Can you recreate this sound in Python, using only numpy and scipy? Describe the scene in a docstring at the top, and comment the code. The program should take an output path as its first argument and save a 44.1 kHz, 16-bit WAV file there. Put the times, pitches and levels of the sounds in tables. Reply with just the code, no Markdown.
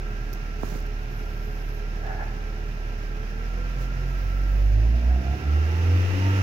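"""A four-cylinder petrol engine idles fast, then is slowly revved; the microphone is at the driver's seat.
Its firing booms in the air modes of the parked car's cabin, under the growl of unequal cylinders, ringing
panels, a belt whine, and the hiss, ticking and intake roar of the engine bay. Early on, right at the
microphone, the hand shifts its grip with snaps, a knock and a rustle. Two faint squeaks and a scuff pass;
about two seconds in, something hoarse sounds far outside."""
import sys
import numpy as np
from scipy import signal
from scipy.fft import rfft, irfft, next_fast_len
from scipy.io import wavfile

SR = 44100
rng = np.random.default_rng(int(sys.argv[2]) if len(sys.argv) > 2 else 0)


def log_audio(samples):
    """Write samples as a 16-bit WAV file to the path given in sys.argv[1]."""
    # one column per channel
    frames = np.atleast_2d(samples).T
    # limit to full scale, then quantise
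    limited = np.clip(frames, -1, 1)
    pcm = np.round(limited * 32767).astype(np.int16)
    wavfile.write(sys.argv[1], SR, pcm)


N = 283122
PORT_LAG_S = 0.00029  # the engine reaches the microphone's left port this much after the right


def from_db(db):
    """Decibels to gain."""
    return 10 ** (np.asarray(db) / 20)


def rms_one(x):
    """Scale to unit power."""
    return x / np.sqrt(np.mean(x ** 2) + 1e-20)


def in_time(rows):
    """A curve of (time, value) rows, sample by sample."""
    times, values = np.transpose(rows)
    return np.interp(np.arange(N) / SR, times, values)


def at_hz(points, hz):
    """Read a spectrum on a log-frequency axis."""
    knots_hz, values = np.transpose(points)
    return np.interp(np.log(hz + 1e-9), np.log(knots_hz), values)


def peaks_db(resonances, hz):
    """Gain in dB of a set of peaks and dips, met at a moving frequency."""
    grid = np.geomspace(30, 1500, 3000)
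    response_db = sum(db / (1 + (2 * (grid - centre) / width) ** 2) for centre, width, db in resonances)
    return np.interp(hz, grid, response_db)


def level_db_at(law, octaves, throttle):
    """A layer's level steps as the throttle opens and follows a power of the octaves above idle."""
    idle_db, open_db, octave_db, exponent = law
    return idle_db + open_db * throttle + octave_db * octaves ** exponent


def pan(side_db):
    """Left and right gains for a level difference, left minus right."""
    gains = from_db(np.array([[.5], [-.5]]) * side_db)
    return gains / gains.mean(axis=0)


def arch(start_s, length_s):
    """A half-sine rise and fall."""
    return np.sin(np.pi * np.clip((np.arange(N) / SR - start_s) / length_s, 0, 1))


def drift(rate_hz):
    """A random wander of unit power."""
    knots = rng.standard_normal(2000)
    return rms_one(np.interp(np.arange(N) / SR * rate_hz, np.arange(len(knots)), knots))


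def resonate(x, hz, width_hz):
    """One resonance with gain 1 at its peak."""
    r = np.exp(-np.pi * width_hz / SR)
    feedback = [1, -2 * r * np.cos(2 * np.pi * hz / SR), r * r]
    return signal.lfilter(np.array([1, 0, -1]) * (1 - r * r) / 2, feedback, x + 1e-18)


def noise(spectrum):
    """Two unrelated noises of one colour."""
    size = next_fast_len(N)
    hz = np.arange(size // 2 + 1) * SR / size
    white = rfft(rng.standard_normal((2, size)))
    return rms_one(irfft(white * from_db(at_hz(spectrum, hz)), size)[:, :N])


def narrow(hz, width_hz):
    """Two unrelated narrow bands of noise around a centre that may move."""
    lowpass = signal.butter(2, np.clip(width_hz / 2, 2, 4000), fs=SR, output="sos")
    a, b = signal.sosfilt(lowpass, rng.standard_normal((2, 2, N)))
    angle = 2 * np.pi * np.cumsum(hz * np.ones(N)) / SR
    return rms_one(a * np.cos(angle) + b * np.sin(angle))


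def at_ports(pair):
    """The cabin field at the microphone, at unit level: alike in the bass, stronger on the right."""
    # likeness of the two ports: (frequency [Hz], correlation [ratio])
    likeness = [(60, 1), (150, 0.91), (300, 0.73), (600, 0.88), (1200, 0.6), (2500, 0.15), (5000, 0.059),
                (16000, 0.041)]
    # their balance: (frequency [Hz], left minus right [dB])
    balance = [(60, -2), (110, -3.5), (200, -3), (380, -5.5), (700, -0.5), (1290, 0), (2380, -6.5),
               (4400, -8.5), (8120, -4.5), (15000, -3.5)]
    size = next_fast_len(N)
    hz = np.arange(size // 2 + 1) * SR / size
    mid, side = rfft(pair, size)
    alike = np.clip(at_hz(likeness, hz), -.99, .999)
    field = np.sqrt(1 + alike) * mid + np.sqrt(1 - alike) * side * [[1], [-1]]
    field[0] *= np.exp(-2j * np.pi * hz * PORT_LAG_S)
    # reflections from glass and trim leave fine peaks and dips above the bass
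    knots_hz = np.arange(0, SR / 2, 24)
    ripple_db = 1.8 * rng.standard_normal(len(knots_hz)) * np.minimum(knots_hz / 2500, 1)
    gains = pan(at_hz(balance, hz)) * from_db(np.interp(hz, knots_hz, ripple_db))
    out = irfft(field * gains, size)[:, :N]
    return out / np.std(out.mean(axis=0))


def left_late(pair):
    """Sound from the engine reaches the right port first."""
    n = np.arange(N)
    return np.array([np.interp(n - PORT_LAG_S * SR, n, pair[0]), pair[1]])


def far_swells(ring_hz=1700, yard_t60_s=1.1, yard_db=-1.5):
    """Far outside, a hoarse gliding tone stirs a steady ring and lingers between the yard's walls."""
    # swells: (start [s], length [s], first pitch [Hz], last pitch [Hz], relative level [dB])
    swells = [(1.94, 0.06, 680, 670, -50), (2.0, 0.19, 680, 790, -42.5), (2.183, 0.06, 870, 810, -41)]
    # their partials: (multiple of the pitch [ratio], width [Hz], relative level [dB])
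    partials = [(1, 150, 0), (0.93, 330, -3), (1.97, 150, -9), (2.0, 900, -7)]
    pitch = in_time([point for s, length, first, last, _ in swells
                     for point in ((s, first), (s + length, last))])
    envelope = sum(from_db(db + 2) * arch(s, length) for s, length, _, _, db in swells)
    tone = sum(from_db(db) * narrow(multiple * pitch, width) for multiple, width, db in partials)
    ring = from_db(-5.5) * narrow(ring_hz, width_hz=120)
    direct = envelope * at_ports(tone + ring)
    echoes = rng.standard_normal((2, SR)) * from_db(-60 * np.arange(SR) / SR / yard_t60_s)
    tail = signal.fftconvolve(direct, rms_one(echoes) / np.sqrt(SR), axes=1)[:, :N]
    return direct + from_db(yard_db) * tail


def squeaks(squeak_db=-71, rustle_db=-65.5, stutter_db=5.0, wander_hz=190, fade_s=0.069):
    """Two faint, very high squeaks stutter along their glides, over a fine rustle."""
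    # one glide for each squeak: (time [s], pitch [Hz])
    glides = [
        [(1.07, 11900), (1.2, 11400), (1.33, 11600), (1.42, 12900), (1.56, 13300), (1.73, 11900), (1.84, 10300)],
        [(4.03, 14000), (4.13, 15100), (4.27, 15750), (4.42, 15200), (4.56, 15600), (4.75, 13400)],
    ]
    # the rustle: (frequency [Hz], relative density [dB])
    spectrum = [(7000, -40), (10000, -12), (11400, 0), (13500, 0), (15700, -4), (17000, -30)]
    t = np.arange(N) / SR
    out = 0
    for glide in glides:
        envelope = np.clip(np.minimum(t - glide[0][0], glide[-1][0] - t) / fade_s, 0, 1)
        level = from_db(squeak_db + stutter_db * drift(40))
        tone = level * narrow(in_time(glide) + wander_hz * drift(35), width_hz=300)
        out = out + np.sqrt(envelope) * tone + envelope * from_db(rustle_db) * noise(spectrum)
    return out


def scuff(start_s=5.095, level_db=-45.5, decay_s=0.055):
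    """A brief hollow scuff starts at once and dies away as the revs climb."""
    age = np.arange(N) / SR - start_s
    envelope = (age >= 0) * np.exp(-np.abs(age) / decay_s)
    return from_db(level_db) * envelope * narrow(hz=1530, width_hz=300)


def finger_rubs(grain_db=2.5):
    """Fingers slide on the microphone's case with a grainy rustle, mostly on the right."""
    # slides: (start [s], length [s], relative level [dB])
    slides = [(0.3, 0.087, -63), (0.576, 0.27, -54), (3.77, 0.11, -59.5)]
    # skin on the case: (frequency [Hz], relative density [dB])
    spectrum = [(150, 4.5), (300, 8.5), (600, -1), (1200, -4), (3000, -19.5), (6500, -13), (8200, -25),
                (12000, -21), (16000, -18)]
    envelope = sum(from_db(db + 10) * arch(s, length) for s, length, db in slides)
    return at_ports(noise(spectrum)) * envelope * from_db(grain_db * drift(190)) * pan(-14.0)


def finger_knocks(rise_s=0.0023, sealed_hz=180, closing_s=0.0011):
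    """A fingertip bumps the right port, whose resonance drops as it is closed."""
    # bumps: (time [s], envelope peak [dB], starting pitch [Hz])
    bumps = [(0.633, -15.5, 1760), (0.723, -23, 400), (0.757, -24, 604)]
    out = 0
    for s, db, start_hz in bumps:
        age = np.clip(np.arange(N) / SR - s, 0, .1)
        turns = sealed_hz * age + (start_hz - sealed_hz) * closing_s * (1 - np.exp(-age / closing_s))
        envelope = age / rise_s * np.exp(1 - age / rise_s)
        out = out - from_db(db) * envelope * np.sin(2 * np.pi * turns)
    return out * from_db([[-26], [0]])


def case_snaps():
    """The microphone's case gives way in tiny snaps, each ringing for well under a millisecond."""
    # snaps: (time [s], peak [dB], left minus right [dB])
    snaps = [(.3318, -22, -26), (.3366, -22, -26), (.349, -33, -16), (.7127, -36, -16), (.76, -36, -18),
             (.8039, -33, -20), (.8268, -38, -13), (.8665, -37, 9), (1.033, -40, -14)]
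    # modes of the case: (frequency [Hz], width [Hz], relative level [dB])
    modes = [(5400, 2000, 0), (13600, 2800, 0)]
    clicks = np.zeros((2, N))
    for s, db, side_db in snaps:
        ports = pan(side_db)[:, 0]
        clicks[:, int(s * SR)] = from_db(db) * ports / ports.max()
    rung = sum(from_db(db) * resonate(resonate(clicks, hz, width), hz, width) for hz, width, db in modes)
    return rung * clicks.max() / np.abs(rung).max()


def body_rumble(growl_db, idle_db=-42.0, growth=0.16):
    """Loose low noise of the car's body, all round the seat, grows more slowly than the growl."""
    # the rumble: (frequency [Hz], relative density [dB])
    spectrum = [(20, -43), (35, 9), (70, 5.5), (110, 7), (170, 3), (220, -1.5), (260, -2), (350, -3),
                (520, -8), (750, -4.5), (1050, -16.5), (1600, -50)]
    return from_db(idle_db + growth * (growl_db - growl_db[0])) * at_ports(noise(spectrum))


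def trim_buzz(firings, firing_hz, throb=0.56):
    """A loose piece of trim buzzes, in time with the firing, at the engine speeds that shake it."""
    # those speeds: (firing rate [Hz], span [Hz], level [dB])
    speeds = [(62, 7, -52.5), (67, 6, -51), (95.4, 1.1, -46)]
    shake = sum(from_db(db) * np.exp(-(2 * (firing_hz - rate) / span) ** 2) for rate, span, db in speeds)
    return shake * (1 + throb * np.cos(2 * np.pi * firings)) * at_ports(narrow(hz=710, width_hz=100))


def bay_hiss(firings, bay_db, throb=0.041, flutter_db=0.5):
    """Air and friction noise of the engine bay, throbbing with the firing."""
    # the hiss: (frequency [Hz], relative density [dB])
    spectrum = [(300, -24), (700, -3.5), (1050, -3), (1700, 0.5), (2050, -1), (2800, -3.5), (3200, -11),
                (4500, -14), (5300, -10), (6300, -15), (7200, -22.5), (8200, -33.5), (10500, -25),
                (15000, -24.5)]
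    air = at_ports(noise(spectrum)) * (1 + throb * np.cos(2 * np.pi * firings))
    return from_db(bay_db + 7 + flutter_db * drift(30)) * air


def valve_ticking(firings, bay_db, sharpness=2.5, floor=0.32):
    """A short rattle at each firing rings the valve gear."""
    # modes of the valve gear and its cover: (frequency [Hz], width [Hz], relative level [dB])
    modes = [(2577, 36, -14.5), (2764, 45, -7.5), (3506, 40, -14.5), (5200, 220, -35)]
    blows = floor + np.exp(-sharpness * (firings % 1))
    rattle = rng.standard_normal((2, N)) * blows
    valves = sum(from_db(db) * rms_one(resonate(rattle, hz, width)) for hz, width, db in modes)
    return from_db(bay_db - 9) * at_ports(valves)


def injector_whirr(firings, base_db=-56, wander_hz=11, throb=0.057):
    """The injectors' two rings wander and throb once per engine cycle, as one injector is louder."""
    # rings: (frequency [Hz], width [Hz], relative level [dB], share of the level swing [ratio])
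    rings = [(1358, 62, 0, 1.0), (1605, 60, -2.5, 0.5)]
    # course of the lower ring: (time [s], level [dB])
    ring_level = [(0, -53), (.9, -56.5), (3.2, -57), (3.6, -54), (4.5, -51), (4.8, -65), (5.5, -50),
                  (6.2, -53.5), (6.42, -43)]
    swing_db = in_time(ring_level) - base_db
    out = 0
    for hz, width, db, share in rings:
        ring = at_ports(narrow(hz + wander_hz * drift(14), width))
        out = out + from_db(base_db + db + share * swing_db) * ring
    return out * (1 + throb * np.cos(np.pi * firings / 2))


def intake_roar(firings, octaves, full_db=-45, full_octaves=1.38, db_per_octave=25.5, throb=0.2):
    """Air rushes into the cylinders in gulps, and blooms near top speed."""
    # the roar: (frequency [Hz], relative density [dB])
    spectrum = [(800, -24), (1200, 7), (1550, -21), (1950, 6), (2300, -6.5), (2750, 7), (3200, -6.5),
                (4200, -17), (6500, -16), (9000, -32), (15000, -43)]
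    level_db = full_db - db_per_octave * np.maximum(full_octaves - octaves, 0)
    return from_db(level_db) * (1 + throb * np.cos(2 * np.pi * firings)) * at_ports(noise(spectrum))


def belt_whine(firing_hz, octaves, throttle, idle_order=11.36, open_order=11.55, slip=0.00537):
    """A belt-driven rotor follows the crankshaft, slipping a little; it breaks up and fades with revs."""
    # level with speed: (idle [dB], open throttle adds [dB], first octave adds [dB], exponent)
    law = (-50, -1.8, -5, 4)
    # the panel that swells the passing whine: (frequency [Hz], width [Hz], lift [dB])
    panel = [(702, 36, 7)]
    order = idle_order + (open_order - idle_order) * throttle
    hz = firing_hz * order * (1 + slip * drift(11))
    level_db = level_db_at(law, octaves, throttle) + peaks_db(panel, hz) + 2.5 * drift(25.11)
    rough_share = np.clip(.1 + octaves, 0, .85)
    clean = np.sqrt(2 * (1 - rough_share)) * np.sin(2 * np.pi * np.cumsum(hz) / SR)
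    rough = np.sqrt(rough_share) * narrow(hz, width_hz=90)[0]
    return from_db(level_db) * (clean + rough) * pan(-6.5)


def combustion_chuff(firings, octaves, top_db=-44, db_per_octave=13, sharpness=2.8, uneven_db=2.0):
    """At high revs each firing adds a rough puff of its own strength, thudding through the bulkhead."""
    # the puffs: (frequency [Hz], relative density [dB])
    spectrum = [(110, -41), (200, -1), (330, 5.5), (500, 2.5), (590, -10), (1000, -37), (4000, -72)]
    strengths = from_db(uneven_db * rng.standard_normal(int(firings[-1]) + 1))
    puffs = rms_one(strengths[firings.astype(int)] * np.abs(np.sin(np.pi * firings)) ** sharpness)
    level_db = top_db - db_per_octave * (octaves.max() - octaves)
    return from_db(level_db) * puffs * at_ports(noise(spectrum))


def cylinder_growl(firings, firing_hz, growl_db, crank_db=4.0, roughness=0.36):
    """Unequal cylinders repeat every four firings: wavering lines at quarter orders."""
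    # how the body shapes the lines: (frequency [Hz], relative level [dB])
    spectrum = [(30, -40), (60, -25), (100, 15.5), (130, -3), (190, -15.5), (260, -1.5), (350, 7),
                (480, -7), (620, -12.5), (900, -20), (1300, -35), (2500, -40)]
    out = np.zeros((2, N))
    grid = np.geomspace(10, 3000, 600)
    for order in np.arange(3, 44) / 4:
        if order in (1, 2, 3, 4):
            continue
        lift_db = crank_db * (order % 0.5 == 0)  # whole turns of the crankshaft stand out
        gain = np.interp(order * firing_hz, grid, from_db(at_hz(spectrum, grid) + lift_db))
        angle = 2 * np.pi * ((order * firings + rng.random()) % 1)
        for part, wave in zip(out, (np.sin, np.cos)):
            part += gain * (1 + roughness * drift(16)) * wave(angle + roughness * drift(20))
    return from_db(growl_db) * at_ports(out)


def panel_overtones(firings, firing_hz, waver_db=2.5, other_share=0.23):
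    """Each order sings while engine speed carries it through a panel resonance; high ones lean right."""
    # the engine's clean orders: (multiple of the firing rate [ratio], level before lift [dB])
    orders = [(2, -47.5), (2.5, -61.5), (3, -51), (3.5, -56.5), (4, -55.5), (4.5, -61), (5, -57.5),
              (5.5, -60), (6, -57), (7.5, -67.5), (9, -63.5), (9.5, -70.5), (10.5, -74), (15, -67)]
    # body panels: (frequency [Hz], width [Hz], lift [dB], order that gets the full lift [ratio])
    panels = [(105, 25.6, 16, 2), (132.7, 9.7, 14.5, 3), (145.2, 3.9, 13, 2), (192.8, 19, 8.5, 3),
              (192.4, 8.7, 7, 2), (239.1, 19, 18, 4), (286, 18, 13.5, 3), (312, 19, 19.5, 3.5),
              (360, 41, 5, 4), (480, 46, 15, 5.5), (516, 12, 10, 5.5), (701, 96, 24.5, 10.5),
              (850, 190, 21.5, 10.5), (911, 41, 22, 9.5)]
    out = 0
    for order, db in orders:
        hz = order * firing_hz
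        lifts = [(centre, width, lift_db * (1 if best == order else other_share))
                 for centre, width, lift_db, best in panels]
        level = from_db(db + peaks_db(lifts, hz) + waver_db * drift(18))
        wobble = .007 * order * drift(55)  # uneven turning of the crankshaft blurs high orders most
        offset = rng.random() * (order % 1 > 0)  # whole orders keep step and sharpen the firing's dip
        side_db = at_hz([(230, -1.0), (310, -6.0)], hz)
        out = out + level * np.cos(2 * np.pi * (order * firings + offset + wobble)) * pan(side_db)
    return -np.sqrt(2) * out


def firing_boom(firings, firing_hz, base_db=-32.5, waver_db=0.53):
    """Each firing dips the cabin pressure: a clean wave that swells and drops across the air modes."""
    # cabin modes and nulls at the driver's seat: (frequency [Hz], width [Hz], gain [dB])
    cabin_modes = [(49.54, 8.6, 8.5), (58.85, 1.6, -7.5), (59.35, 14.3, 13), (65.4, 1.6, -14),
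                   (70.76, 3.4, -25.5), (72.2, 12.9, 16), (88.4, 9.2, 12), (96, 2.7, 8.5)]
    # a null at the right port only: (frequency [Hz], width [Hz], added left minus right [dB])
    right_null = [(92.6, 4.2, 9.5)]
    level_db = base_db + peaks_db(cabin_modes, firing_hz) + waver_db * drift(25)
    side_db = -3 + peaks_db(right_null, firing_hz)
    return -np.sqrt(2) * from_db(level_db) * np.cos(2 * np.pi * firings) * pan(side_db)


def scene():
    """From the driver's seat: engine speed drives the car's layers; the hand is close, the swells far."""
    # engine speed, a steady idle until the pedal is pressed: (time [s], firing rate [Hz])
    engine_speed = [(3.09, 37.15), (3.36, 38.9), (3.6, 42.9), (4.02, 44.0), (4.42, 46.7), (4.72, 50.5),
                    (4.86, 55.4), (5.06, 59.9), (5.45, 72.2), (5.6, 76.5), (5.83, 85.3), (5.99, 90.2),
                    (6.28, 96.1), (6.42, 96.5)]
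    # levels with speed: (idle [dB], open throttle adds [dB], first octave adds [dB], exponent)
    growl_law = (-53.5, -1.6, 15.5, 0.99)
    bay_law = (-57, 1.43, 2.5, 3.5)
    firing_hz = in_time(engine_speed)
    firings = np.cumsum(firing_hz) / SR
    octaves = np.maximum(np.log2(firing_hz / firing_hz[0]), 0)
    throttle = np.minimum(octaves / 0.179, 1)  # counts as open from 0.179 octaves above idle
    growl_db = level_db_at(growl_law, octaves, throttle)
    bay_db = level_db_at(bay_law, octaves, throttle)
    tones = firing_boom(firings, firing_hz) + panel_overtones(firings, firing_hz)
    tones += belt_whine(firing_hz, octaves, throttle)
    roar = cylinder_growl(firings, firing_hz, growl_db) + combustion_chuff(firings, octaves)
    buzz = trim_buzz(firings, firing_hz)
    bay = bay_hiss(firings, bay_db) + valve_ticking(firings, bay_db)
    bay += injector_whirr(firings) + intake_roar(firings, octaves)
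    car = left_late(tones) + roar + buzz + bay + body_rumble(growl_db)
    hand = finger_rubs() + finger_knocks() + case_snaps()
    return car + hand + squeaks() + far_swells() + scuff()


def record(dry):
    """The top of the treble is cut steeply."""
    cutoff_hz = 15800
    return signal.sosfilt(signal.ellip(10, .1, 80, cutoff_hz, fs=SR, output="sos"), dry)


dry = scene()
out = record(dry)
log_audio(out)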